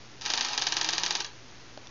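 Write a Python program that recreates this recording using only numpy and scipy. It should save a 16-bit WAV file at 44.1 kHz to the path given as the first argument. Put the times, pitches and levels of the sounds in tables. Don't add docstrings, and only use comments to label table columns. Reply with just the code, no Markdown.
import sys
import numpy as np
from scipy import signal
from scipy.fft import rfft, irfft
from scipy.io import wavfile
from scipy.ndimage import uniform_filter1d

SR = 44100
rng = np.random.default_rng(int(sys.argv[2]) if len(sys.argv) > 2 else 0)


def waveform_to_disk(signal):
    frames = np.transpose(np.atleast_2d(signal))
    scaled = np.clip(frames, -1, 1) * 32767
    samples = np.round(scaled).astype(np.int16)
    wavfile.write(sys.argv[1], SR, samples)


def volts_from_decibels(level):
    exponent = np.asarray(level, float) / 20
    return 10 ** exponent


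N = 83790
LEAD = 220


def over_frequency(freqs, points):
    hz, db = np.array(points).T
    return np.interp(np.log(freqs), np.log(hz), db)


def coloured(points, size):
    freqs = np.fft.rfftfreq(size, 1 / SR) + 1
    spectrum = rfft(rng.standard_normal(size)) * volts_from_decibels(over_frequency(freqs, points))
    noise = irfft(spectrum, size)
    return noise / noise.std()


def walk(rate):
    hold = int(SR / rate)
    steps = np.repeat(rng.standard_normal(N // hold + 1), hold)
    return 1.3 * uniform_filter1d(uniform_filter1d(steps, hold), hold)[:N]


def clicks(times, gains):
    return np.bincount(np.clip((times * SR).astype(int), 0, N - 1), gains, N)


# frequency in Hz, level in dB per Hz.
ROOM_COLOUR = [(25, -12), (60, -4.5), (150, -9.5), (300, -4), (600, -12.5), (1500, -14), (7000, -23.5)]
ROOM_TONE_DB, MAINS_HZ, MAINS_DB = -54.5, 119.4, -61.5


def room(t):
    hum_gain = np.sqrt(2) * volts_from_decibels(MAINS_DB + 1.0 * walk(8))
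    hum = hum_gain * np.sin(2 * np.pi * MAINS_HZ * t + 0.6 * walk(10))
    return volts_from_decibels(ROOM_TONE_DB + 1.2 * walk(1)) * coloured(ROOM_COLOUR, N) + hum


# time in seconds, speed in turns per second (Hz), tap level in dB.
ROTOR = [(0.209, 116, -29), (0.299, 119.9, -27.5), (0.424, 125, -28.5), (0.519, 129, -29),
         (0.622, 136.5, -29), (0.7, 151.7, -30.5), (0.83, 156.3, -30.5), (0.94, 161.5, -30),
         (1.04, 174, -31), (1.202, 176.2, -32), (1.234, 171.8, -45), (1.271, 167.9, -44.5)]
SPIN_FADE_S, COAST_S = .05, .045


def rotor_spin(t):
    times, speeds, levels = np.array(ROTOR).T
    speed = np.interp(t, times, speeds)
    turns = np.cumsum(speed * (1 + 0.008 * walk(25))) / SR
    to_nearest_end = np.minimum(t - times[0], times[-1] + COAST_S - t)
    running = np.clip(to_nearest_end / SPIN_FADE_S, 0, 1)
    return speed, turns, running, np.interp(t, times, levels)


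# multiple of the turning rate, level in dB at 160 Hz,
# growth with speed as a power.
WHIRR = [
    (1, -59.5, 4),
    (2, -56.5, 1.5),
]
WHIRR_FLUTTER_DB, WHIRR_WOBBLE_RAD = 2.5, .6
POWER_OFF_S = 1.19


def whirr(t, speed, turns, running):
    hum = 0
    for multiple, db, growth in WHIRR:
        gain = np.sqrt(2) * volts_from_decibels(db + WHIRR_FLUTTER_DB * walk(30)) * (speed / 160) ** growth
        hum = hum + gain * np.sin(2 * np.pi * multiple * turns + WHIRR_WOBBLE_RAD * walk(30))
    powered = np.clip(1 - (t - POWER_OFF_S) / SPIN_FADE_S, 0, 1)
    return running * powered * hum


ARRIVALS_S = [.0001, .00057, .0006, .0011, .0015, .0023, .0027, .0035, .0041, .0059, .0066, .0078, .0127,
              .0173, .0214]
POLARITY = [1, -1, -1, 1, 1, 1, -1, 1, 1, 1, 1, 1, 1, 1, 1]
# level in dB, ring in Hz, half length in seconds.
PATHS = [(-3, 6000, .00018), (-1, 3900, .00016), (-17, 950, .0012), (-6, 5900, .00015), (1, 4800, .00011),
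         (-12, 4000, .0002), (-13, 3200, .0002), (-12, 5600, .0003), (-10, 1680, .0005), (-9, 4200, .00015),
         (-11, 4700, .0002), (-9, 5000, .00012), (-18, 3000, .0006), (-15, 6000, .0005), (-20, 4300, .0005)]


def direct_and_bounces(t):
    sound = 0
    for arrival, sign, (db, hz, half) in zip(ARRIVALS_S, POLARITY, PATHS):
        since = t - arrival
        sound = sound + sign * volts_from_decibels(db) * np.exp(-(since / half) ** 2) * np.cos(2 * np.pi * hz * since)
    return sound


# frequency in Hz, width in Hz, level in dB.
BOARD = [(947, 50, -6.5), (1540, 120, -5.5), (2411, 22, -4), (2940, 90, 0.5), (3403, 48, -5.5),
         (3640, 350, 0), (3680, 13, -11.5), (4060, 150, -5.5), (5000, 680, -26), (4290, 160, 0),
         (5580, 13, -11.5), (5056, 75, -12), (5885, 200, -7), (6310, 480, -17.5)]
BOARD_DB = -23.5


def board_ring(t):
    return sum(volts_from_decibels(BOARD_DB + db) * np.exp(-np.pi * width * t) * np.sin(2 * np.pi * (hz * t + rng.random()))
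               for hz, width, db in BOARD)


# frequency in Hz, level in dB per Hz.
TAIL_COLOUR = [(300, -8), (640, -15.5), (800, -4), (1200, -6), (1400, -11), (1650, -7), (2100, -8),
               (4500, -15)]
SCATTER_DB, SCATTER_T60_S = -23.5, 0.096
ROOM_DB, ROOM_T60_S = -26.5, .35


def ring_out(t):
    fall = volts_from_decibels(SCATTER_DB - 60 * t / SCATTER_T60_S) + volts_from_decibels(ROOM_DB - 60 * t / ROOM_T60_S)
    return coloured(np.vstack([[(100, -46)], TAIL_COLOUR]), len(t)) * fall


# frequency in Hz, level in dB.
COLOUR = [(650, 2), (950, 0), (1400, 1.5), (1620, 5), (2100, -1), (3000, 3), (5000, 3), (6400, 2)]
EVENNESS = .55


def table_click(lifts):
    t = np.arange(-LEAD, SR // 2) / SR
    size = len(t)
    click = direct_and_bounces(t) + (board_ring(t) + ring_out(t)) * np.clip(t / 0.0018, 0, 1)
    freqs = np.fft.rfftfreq(size, 1 / SR) + 1
    power = np.abs(rfft(click)) ** 2 + 1e-9
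    comb = uniform_filter1d(power, size=120) / uniform_filter1d(power, size=900)
    even = np.where(freqs > 2200, comb ** (-EVENNESS / 2), 1)
    lift_db = sum(db / (1 + (2 * (freqs - hz) / width) ** 2) for hz, width, db in lifts) - 2
    gain = even * volts_from_decibels(lift_db + over_frequency(freqs, COLOUR))
    cepstrum = irfft(np.log(gain), size)
    fold = np.r_[1, np.full(size // 2 - 1, 2), np.zeros(size - size // 2)]
    return irfft(rfft(click) * np.exp(rfft(cepstrum * fold)), size)


def strike(blows, lifts):
    return signal.fftconvolve(blows, table_click(lifts))[LEAD:N + LEAD]


# frequency in Hz, width in Hz, lift in dB.
BED = [(825, 250, 5), (960, 72, 6.5), (1266, 180, 6), (1655, 150, -5), (2370, 230, 5.5), (3298, 290, 3.5),
       (4694, 180, 1.5), (5620, 900, -3.5), (6930, 540, 2)]
TAP_JITTER, TAP_SCATTER_DB = .15, 3
RUB_PER_S, RUB_DB = 2000, -9.5


def taps_and_rub(t, turns, running, tap_db):
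    at = t[1:][np.diff(np.floor(turns)) > 0]
    jitter, scatter = rng.standard_normal((2, len(at)))
    size = np.interp(at, t, running) * volts_from_decibels(np.interp(at, t, tap_db) + TAP_SCATTER_DB * np.tanh(scatter))
    taps = clicks(at + TAP_JITTER * jitter / 150, size)
    grit = rng.standard_normal(N) * (rng.random(N) < RUB_PER_S / SR)
    rub = grit * running * volts_from_decibels(tap_db + RUB_DB)
    return strike(taps + rub, BED)


# time in seconds, peak in dB.
LANDINGS = [(.2117, -27), (.2194, -25), (.2531, -20.5), (.2606, -15), (.2985, -25), (.3021, -12),
            (.3368, -10.5), (.3725, -27), (.3761, -13), (.4094, -10.5), (.4479, -15.5), (.4488, -17.5),
            (.4858, -19), (.4865, -24), (.5322, -21), (.533, -20), (.5774, -10.5), (.581, -21),
            (.6157, -18.5), (.6209, -12), (.6664, -22.5), (.6691, -10.5), (.6704, -18.5), (.7226, -11.5),
            (.7233, -20.5), (.7649, -27), (.7679, -10.5), (.8128, -10.5), (.8452, -13), (.8864, -28),
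            (.889, -10), (.9292, -17.5), (.9336, -13), (.9807, -10.5), (1.0348, -10), (1.0626, -12),
            (1.1051, -28), (1.1076, -10.5), (1.1496, -23.5), (1.1524, -11.5), (1.2026, -20),
            (1.2051, -16.5), (1.2058, -23), (1.2457, -22), (1.2475, -21.5)]
# frequency in Hz, width in Hz, lift in dB.
CAN = [(1010, 110, -3), (1440, 80, -11), (1526, 140, -2), (1997, 180, -3.5), (2860, 320, 1.5),
       (4053, 250, 7), (4211, 140, -5), (4788, 240, 6), (5030, 240, -5.5), (5486, 250, 0.5), (6354, 340, 4),
       (7150, 1000, 4)]
LANDING_DB, SKITTER_DB, SKITTER_S = -1, -27, .004


def landings():
    times, peaks = np.array(LANDINGS).T
    delay, size = rng.standard_normal((2, len(times), 8))
    loose_at = times[:, None] + SKITTER_S * np.abs(delay)
    loose_gain = volts_from_decibels(peaks[:, None] + SKITTER_DB) * size
    skitter = clicks(loose_at.ravel(), loose_gain.ravel())
    return strike(clicks(times, volts_from_decibels(peaks + LANDING_DB)) + skitter, CAN)


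def motor(t):
    speed, turns, running, tap_db = rotor_spin(t)
    return whirr(t, speed, turns, running) + taps_and_rub(t, turns, running, tap_db) + landings()


# time in seconds, level in dB, decay in seconds, lowest frequency in Hz.
CRACKS = [
    (1.7751, -33, .001, 2000),
    (1.8709, -34, .0009, 3600),
]


def cracks(t):
    sound = 0
    for start, db, tau, low_hz in CRACKS:
        highpass = signal.butter(2, low_hz, "high", fs=SR, output="sos")
        noise = signal.sosfilt(highpass, rng.standard_normal(N))
        sound = sound + volts_from_decibels(db) * (t > start) * np.exp(-np.maximum(t - start, 0) / tau) * noise
    return sound


def ring(t, hz, tau):
    u = np.maximum(t, 0) / tau
    return u * np.exp(1 - u) * np.cos(2 * np.pi * hz * (t - tau))


# time in seconds, peak in dB, ring in Hz, ring time in seconds,
# click level in dB.
TICKS = [
    (1.7752, -39, 600, .0022, -38),
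    (1.7753, -43, 760, .0018, -44),
    (1.7754, -43, 1400, .0015, -42),
    (1.7754, -45, 2900, .0008, -46),
    (1.8710, -41.5, 3500, .0016, -33),
    (1.8714, -46, 4600, .0005, -40),
]


def ticks(t):
    sound = 0
    for start, db, hz, tau, click_db in TICKS:
        since = t - start
        body = volts_from_decibels(db) * ring(since, hz, tau / 4) + volts_from_decibels(db - 2.5) * ring(since, hz * 1.03, tau)
        click = ring(since, 5400, .00012) + ring(since - .0007, 6500, .00012)
        sound = sound + body + volts_from_decibels(click_db) * click
    return sound


def scene():
    t = np.arange(N) / SR
    return (room(t) + motor(t) + cracks(t) + ticks(t))[None]


def top_cut(x):
    return signal.sosfilt(signal.butter(12, 7890, fs=SR, output="sos"), x)


HISS_DB, OFFSET, EDGE_HZ = -56.5, 0.00077, 6840
STEP = 1 / 128


def record(dry):
    low = signal.resample_poly(dry[0], 160, 441)
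    pair = low + OFFSET + volts_from_decibels(HISS_DB) * rng.standard_normal((2, len(low)))
    mono = np.floor(pair / STEP).mean(axis=0) * STEP
    up = signal.resample_poly(mono, 441, 160, padtype="mean")[:N]
    soft = signal.sosfiltfilt(signal.butter(14, EDGE_HZ, fs=SR, output="sos"), up)
    return top_cut(soft[None])


dry = scene()
out = record(dry)
waveform_to_disk(out)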